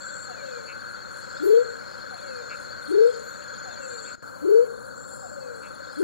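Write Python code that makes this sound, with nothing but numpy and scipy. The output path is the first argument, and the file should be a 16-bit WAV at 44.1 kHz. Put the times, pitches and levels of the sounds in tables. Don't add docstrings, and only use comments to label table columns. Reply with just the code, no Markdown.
import sys
import numpy as np
from scipy import signal
from scipy.fft import rfft, irfft
from scipy.io import wavfile

SR = 44100
rng = np.random.default_rng(int(sys.argv[2]) if len(sys.argv) > 2 else 0)


def wav_out(sig):
    wavfile.write(sys.argv[1], SR, np.round(np.clip(np.atleast_2d(sig).T, -1, 1) * 32767).astype(np.int16))


N = 265923
TIME = np.arange(N) / SR
FREQS = np.fft.rfftfreq(N, 1 / SR)

# frequency in Hz, density in dB per Hz.
AIR_SPECTRUM = [(20, -91.5), (70, -73), (250, -70.5), (420, -77), (750, -77), (1100, -74), (1900, -83),
                (2450, -91), (3000, -96), (5000, -98), (6000, -95), (8500, -100), (12000, -104),
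                (15500, -111)]
# frequency in Hz, likeness from 0 to 1.
AIR_LIKENESS = [(60, 0.88), (1200, 0.94), (2400, 0.46), (4000, 0.8), (9000, 0), (14000, 0.4)]

CHIRPER_STROKES_PER_S, TRILLER_STROKES_PER_S = 14.1, 23.9
# loudest moment in seconds, level in dB.
BUZZES = [(-.12, -85.5), (.53, -65), (1.35, -58), (1.92, -58.5), (2.5, -58), (3.06, -59), (3.6, -59),
          (4.16, -60), (5.23, -57), (5.979, -56)]
BUZZ_SWELL_S, BUZZ_FADE_S = 0.14, .16

# frequency in Hz, relative gain in dB.
SIZZLE_BAND = [(4800, -50), (5650, -4.5), (6050, -32.5), (6500, 3), (6950, 6.5), (7550, 2), (7900, -18),
               (8300, -45), (10000, -52)]
# start in seconds, end in seconds, level in dB.
SIZZLES = [(-.2, 0.748, -50.5), (0.976, 1.876, -54.5), (2.074, 2.776, -52.5)]
SIZZLE_BED_DB, SIZZLE_EDGE_S = -54, 0.12
# start in seconds, end in seconds, centre in Hz, pulses per second, level in dB.
KATYDID_RASPS = [(-.1, 0.27, 7370, 82, -43), (3.786, 4.147, 7410, 82, -44.5),
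                 (4.943, 5.364, 7340, 82, -45.5), (1.157, 1.782, 7450, 110, -54),
                 (3.035, 3.45, 7660, 110, -58), (5.36, 5.72, 7700, 110, -59)]
KATYDID_RASP_WIDTH_HZ, KATYDID_RASP_EDGE_S = 380, 0.038
# start in seconds, level of the second lisp in dB.
LISPS = [(.83, -57), (1.11, -51.5), (2.54, -55), (2.82, -50), (4.791, -54), (5.073, -49.5), (5.926, -51)]
LISP_PAIR_S, FIRST_LISP_DB = 0.0577, -4.5
# start in seconds, end in seconds, chirps per second, mean level in dB.
CHIRP_RUNS = [(0.18, .313, 18, -61), (.63, .8, 36, -61.5), (1.682, 1.98, 27, -63), (2.107, 2.36, 32, -58),
              (3.027, 3.22, 30, -59), (3.43, 3.58, 8, -58), (3.86, 4.05, 30, -58.5),
              (4.664, 4.863, 31, -60), (5.558, 5.753, 33, -58.5)]
CHIRP_HZ = 10170
SOLO_START_S, SOLO_END_S, SOLO_HZ, SOLO_PER_S, SOLO_DB = 3.123, 4.2, 6900, 20, -43.5
SOLO_STROKE_GAP_S, SOLO_DROP_HZ = .011, 110

# start in seconds, centre in Hz, width in Hz, rise in seconds, decay in seconds, level in dB.
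HISSES = [(1.418, 12000, 3000, .035, .05, -45.5), (3.21, 12000, 2600, .05, .08, -58),
          (3.42, 2400, 1500, .001, .004, -45), (4.178, 300, 400, .002, .006, -30),
          (4.495, 13000, 5000, .006, .012, -51)]

DIP_START_S, DIP_END_S, DIP_DB, ZOOM_END_S = 4.155, 4.2245, -15, 4.68
# frequency in Hz, gain in dB.
DULL_SPECTRUM = [(600, 0.5), (1200, -0.5), (1600, -5), (2200, -14.5), (3500, -10.5), (4400, -8),
                 (6000, -4.5), (8000, 1)]
DULL_SHARE, DULL_HOLD_S, DULL_CLEAR_S = 0.95, 1.05, 1.1
# frequency in Hz, gain in dB, phase in radians.
RIGHT_PORT = [(200, 0, 3.14), (275, -4.5, 3.1), (400, -6.5, 2.95), (520, -6.8, 2.75), (900, -5, 2.4),
              (1500, -4.6, 1.55), (2400, -4, .75), (3300, -7, .3), (4400, -9.2, .3), (7200, -11.5, 0),
              (10000, -9, -.6), (15000, -3, -.6)]
TOP_HZ = 15800

# start in seconds, mew length in seconds, relative mew level in dB, closing rasp level in dB.
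MEWS = [(.275, .385, 0, -43), (2.105, .378, 0, -43), (3.648, .395, -.5, -51), (5.215, .395, -.5, -44.5)]
# frequency in Hz, gain in dB.
MEW_THROAT = [(400, 0), (850, 0), (1100, -16), (1800, -22), (2100, -18), (2350, -12), (2500, -16),
              (2680, -14), (2900, -26), (3200, -34), (4500, -55)]
# frequency in Hz, gain in dB.
RASP_THROAT = [(1000, -8), (1250, -2), (1800, -12), (2050, -7), (2300, -1), (2500, -3), (2670, 1),
               (2880, -14), (3400, -25)]
MEW_START_HZ, MEW_KNEE_S, MEW_FALL_POWER, MEW_SAG_HZ_PER_S = 860, .04, .255, 80
MEW_DB, MEW_ATTACK_S, MEW_RELEASE_S = -36.5, .035, .13
HOLLOW_HZ, HOLLOW_WIDTH_HZ, HOLLOW_DB = 640, 52, -17

# start in seconds, relative level in dB.
WHOOPS = [(1.389, -2.5), (2.868, -2.6), (4.407, -2.5), (5.958, -1.5)]
# delay in seconds, level against the whoop in dB.
ECHOES = [(.047, -25), (.125, -23), (.21, -32)]
WHOOP_ATTACK_S, WHOOP_HOLD_S, WHOOP_RELEASE_S, WHOOP_SWELL_POWER, WHOOP_DB = .138, 0.0421, 0.0766, 1.24, -8
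WHOOP_TOP_HZ, WHOOP_CLIMB_POWER = 505.3, .218
FLUTTER_HZ, FLUTTER_CREST_S = 29.6, .051
FLUTTER_DEPTH_HZ, FLUTTER_ONSET_S, FLUTTER_SETTLE_S = 57.6, .033, 0.062
THROB_DB_PER_HZ, THROB_LEAD_S = .04, .007


def undb(db):
    return 10 ** (np.asarray(db) / 20)


def by_frequency(rows, axis=1):
    rows = np.array(rows)
    return np.interp(np.log(FREQS + 1), np.log(rows[:, 0]), rows[:, axis])


def colour(x, gain):
    return irfft(rfft(x) * gain, N)


def level(x, db=0):
    return x * undb(db) / np.sqrt(np.mean(x ** 2) + 1e-20)


def hiss(hz, width_hz):
    return level(colour(rng.standard_normal(N), 2 ** (-2 * ((FREQS - hz) / width_hz) ** 2)))


def walk(rate_hz):
    return level(colour(rng.standard_normal(N), np.exp(-(FREQS / rate_hz) ** 2)))


def gate(start, end, edge):
    return np.clip(np.minimum(TIME - start, end - TIME) / edge, 0, 1)


def swell(peak, rise, fade):
    return np.exp(-((TIME - peak) / np.where(TIME < peak, rise, fade)) ** 2)


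def turn(hz):
    return 2 * np.pi * np.cumsum(hz) / SR


def add(out, start, x):
    i = max(int(start * SR), 0)
    out[i:i + len(x)] += x[:max(N - i, 0)]


def notes(times, pitches, levels_db, length, fall):
    out, u = np.zeros(N), np.linspace(0, 1, int(length * SR))
    for start, hz, db in zip(times, pitches, levels_db):
        tone = np.sin(turn(hz * (1 - fall * (u - .5))))
        add(out, start, np.sqrt(2) * undb(db) * np.sin(np.pi * u) * tone)
    return out


def chorus(hz, spread_hz, length, fall, db, count):
    chance = rng.standard_normal((count, 3))
    times = (np.arange(count) + chance[:, 2]) / count * N / SR
    pitches = hz + spread_hz * np.tanh(chance[:, 0] / 2) * 2
    return level(notes(times, pitches, 2 * chance[:, 1], length, fall), db)


def forest(x, wet_db, t60):
    tail = rng.standard_normal((2, SR)) * undb(-60 * TIME[:SR] / t60)
    tail *= undb(wet_db) / np.sqrt(np.sum(tail ** 2, axis=1, keepdims=True))
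    wet = signal.fftconvolve(x[None], tail, axes=1)[:, :N]
    return (x + wet) / np.sqrt(1 + undb(wet_db) ** 2)


def air():
    likeness = by_frequency(AIR_LIKENESS)
    shared = colour(rng.standard_normal(N), np.sqrt(likeness))
    separate = colour(rng.standard_normal((2, N)), np.sqrt(1 - likeness))
    density = undb(by_frequency(AIR_SPECTRUM)) * np.sqrt(SR / 2)
    return colour(shared + separate, density) * undb(.5 * walk(1.5))


def far_frogs():
    hoots = chorus(hz=544, spread_hz=32.6, length=0.021, fall=0, db=-44.0, count=900)
    rattle = chorus(hz=1486.7, spread_hz=63.3, length=0.0065, fall=0, db=-39.5, count=3200)
    rattle *= undb(1.43 * walk(8.8))
    low_rattle = chorus(hz=1339, spread_hz=52, length=0.008, fall=0, db=-47, count=1500)
    return forest(hoots + rattle + low_rattle, wet_db=-14.5, t60=0.38)


def cricket(hz, rate, duty, fall, waver, db):
    cycle = turn(rate * (1 + 0.015 * walk(4.9))) / (2 * np.pi) % 1
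    stroke = np.minimum(cycle / duty, 1)
    pitch = hz * (1 - fall * (stroke - .5) + waver * walk(97.7))
    return level(np.sin(np.pi * stroke) * np.sin(turn(pitch)) * undb(2 * walk(13)), db)


def buzzer():
    pulses = np.exp(2.2 * np.cos(turn(174 + 1.3 * walk(9.7))))
    tone = np.sin(turn(4983 + 6 * walk(15)))
    phrases = sum(undb(db) * swell(peak, BUZZ_SWELL_S, BUZZ_FADE_S) for peak, db in BUZZES)
    return level(pulses * tone) * phrases * undb(2.9 * walk(30))


def crickets():
    chirper = cricket(hz=4467, rate=CHIRPER_STROKES_PER_S, duty=.8, fall=.012, waver=0.00402, db=-50.5)
    triller = cricket(hz=4286, rate=TRILLER_STROKES_PER_S, duty=.8, fall=.004, waver=0.00207, db=-49.5)
    crowd = chorus(hz=4264, spread_hz=85, length=0.012, fall=0.039, db=-48.5, count=1500)
    low_crowd = chorus(hz=3515, spread_hz=180, length=0.024, fall=0.027, db=-60.5, count=600)
    low_crowd *= undb(2.8 * walk(7.6))
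    return forest(chirper + triller + crowd + low_crowd + buzzer(), wet_db=-9, t60=.25)


def katydid_sizzle():
    noise = level(colour(rng.standard_normal(N), undb(by_frequency(SIZZLE_BAND))))
    power = undb(SIZZLE_BED_DB) ** 2
    for start, end, db in SIZZLES:
        power = power + (undb(db) * gate(start, end, SIZZLE_EDGE_S)) ** 2
    return noise * np.sqrt(power) * undb(0.5 * walk(33))


def katydid_rasps():
    out = np.zeros(N)
    for start, end, hz, rate, db in KATYDID_RASPS:
        phase = 2 * np.pi * rate * (TIME - start)
        strokes = level(np.exp(0.46 * np.cos(phase) + 0.051 * np.cos(3 * phase)))
        noise = hiss(hz, KATYDID_RASP_WIDTH_HZ)
        out += noise * strokes * gate(start, end, KATYDID_RASP_EDGE_S) * undb(db)
    return out


def katydid_lisps(stroke_gap_s=0.015, decay_s=0.0071):
    envelope, t = np.zeros(N), TIME[:SR // 20]
    scrape = t / decay_s * np.exp(2 - 2 * t / decay_s)
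    for start, db in LISPS:
        for k in range(3):
            add(envelope, start + k * stroke_gap_s, undb(db + FIRST_LISP_DB) * scrape)
            add(envelope, start + LISP_PAIR_S + k * stroke_gap_s, undb(db) * scrape)
    return envelope * (undb(-6) * hiss(9240, 1400) + undb(-2) * hiss(9400, 2800))


def chirp_run(start, end, hz, rate, db, length, fall):
    times = np.arange(start, end, 1 / rate)
    chance = rng.standard_normal((len(times), 3))
    pitches = hz * (1 + 0.005 * chance[:, 0])
    return notes(times + 0.0015 * chance[:, 2], pitches, db + 1.6 * chance[:, 1], length, fall)


def insect_chirps():
    out = np.zeros(N)
    for start, end, rate, db in CHIRP_RUNS:
        out += chirp_run(start, end, CHIRP_HZ, rate, db, length=.018, fall=.08)
    for k in range(2):
        start, hz = SOLO_START_S + k * SOLO_STROKE_GAP_S, SOLO_HZ - k * SOLO_DROP_HZ
        out += chirp_run(start, SOLO_END_S, hz, SOLO_PER_S, SOLO_DB, length=0.0152, fall=.06)
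    return out


def katydids():
    dry_insects = katydid_sizzle() + katydid_rasps() + katydid_lisps() + insect_chirps()
    return forest(dry_insects, wet_db=-4.0, t60=0.32)


def hisses():
    out = np.zeros(N)
    for start, hz, width_hz, rise, decay, db in HISSES:
        age = np.maximum(TIME - start, 0)
        envelope = np.minimum(age / rise, 1) * np.exp(-np.maximum(age - rise, 0) / decay)
        out += hiss(hz, width_hz) * undb(db) * envelope
    return forest(out, wet_db=3, t60=.1)


def camera():
    drive = undb(-63.0) * hiss(10600, 2400) + undb(-52.5) * hiss(2400, 930)
    drive *= gate(DIP_END_S, ZOOM_END_S, 0.0079) * undb(2 * walk(60))
    whine = undb(-78) * np.sin(2 * np.pi * 15734 * TIME)
    return forest(drive, wet_db=6, t60=0.0083) + whine


def mew(length):
    t = TIME[:int(length * SR)]
    phase = turn(MEW_START_HZ / (1 + t / MEW_KNEE_S) ** MEW_FALL_POWER - MEW_SAG_HZ_PER_S * t)
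    effort = np.minimum(t / MEW_ATTACK_S, 1) * np.minimum((length - t) / MEW_RELEASE_S, 1) ** .5
    overtones = np.zeros(len(t))
    for k in range(3, 7):
        overtones += np.sin(k * phase) / np.sqrt(k) * undb(4 * walk(20)[:len(t)] - 2)
    return np.sqrt(2) * effort * (np.sin(phase) + np.sin(np.pi * t / length) * overtones)


def closing_rasp(end_hz=202, length_s=0.0857, fall=0.0923, jitter=0.01):
    u = np.linspace(0, 1, int(length_s * SR))
    phase = turn(end_hz * (1 + fall * (1 - u) ** 2 + jitter * walk(150)[:len(u)]))
    return np.sin(np.pi * u) ** 2 * sum(np.sin(k * phase) for k in range(5, 16))


def distant_animal():
    mews, rasps = np.zeros(N), np.zeros(N)
    for start, length, db, rasp_db in MEWS:
        add(mews, start, undb(MEW_DB + db) * mew(length))
        add(rasps, start + length, undb(rasp_db) * closing_rasp())
    hollow_db = HOLLOW_DB * np.exp(-((FREQS - HOLLOW_HZ) / HOLLOW_WIDTH_HZ) ** 2)
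    mews = colour(mews, undb(by_frequency(MEW_THROAT) + hollow_db))
    rasps = colour(rasps, undb(by_frequency(RASP_THROAT)))
    return forest(mews + rasps, wet_db=-10, t60=.4)


def frog():
    length = WHOOP_ATTACK_S + WHOOP_HOLD_S + WHOOP_RELEASE_S
    t = TIME[:int(length * SR)]
    attack = np.minimum(t / WHOOP_ATTACK_S, 1) ** WHOOP_SWELL_POWER
    release = np.minimum((length - t) / WHOOP_RELEASE_S, 1)
    age = t - FLUTTER_CREST_S
    onset = np.clip(1 + age / FLUTTER_ONSET_S, 0, 1)
    settling = np.exp(-np.maximum(age, 0) / FLUTTER_SETTLE_S)
    flutter_hz = FLUTTER_DEPTH_HZ * onset * settling * np.cos(2 * np.pi * FLUTTER_HZ * age)
    phase = turn(WHOOP_TOP_HZ * (t / length) ** WHOOP_CLIMB_POWER + flutter_hz)
    tone = np.sin(phase) + undb(-41.5) * np.sin(2 * phase) + undb(-57) * np.sin(3 * phase)
    throb_db = THROB_DB_PER_HZ * np.interp(t + THROB_LEAD_S, t, flutter_hz)
    whoop = np.sqrt(2) * tone * attack * release * undb(WHOOP_DB + throb_db)
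    out = np.zeros(N)
    direct = (0.0013, 0.01)
    for start, db in WHOOPS:
        for delay, path_db in [direct] + list(ECHOES):
            add(out, start + delay, whoop * undb(db + path_db))
    return forest(out, wet_db=-20, t60=0.31)


def scene():
    background = air() + far_frogs() + crickets() + katydids()
    return background + hisses() + camera() + distant_animal() + frog()


def record(dry):
    right_gain = undb(by_frequency(RIGHT_PORT, axis=1))
    right_phase = by_frequency(RIGHT_PORT, axis=2)
    pair = np.array([dry[0], colour(dry[1], right_gain * np.exp(1j * right_phase))])
    clearing = np.clip((TIME - DIP_END_S - DULL_HOLD_S) / DULL_CLEAR_S, 0, 1)
    dull = DULL_SHARE * (TIME > DIP_END_S) * (1 - clearing)
    pair = (1 - dull) * pair + dull * colour(pair, undb(by_frequency(DULL_SPECTRUM)))
    pair = pair * undb(DIP_DB * gate(DIP_START_S, DIP_END_S, 0.00082))
    lowpass = signal.ellip(10, .1, 80, TOP_HZ, fs=SR, output="sos")
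    return signal.sosfilt(lowpass, pair)


dry = scene()
out = record(dry)
wav_out(out)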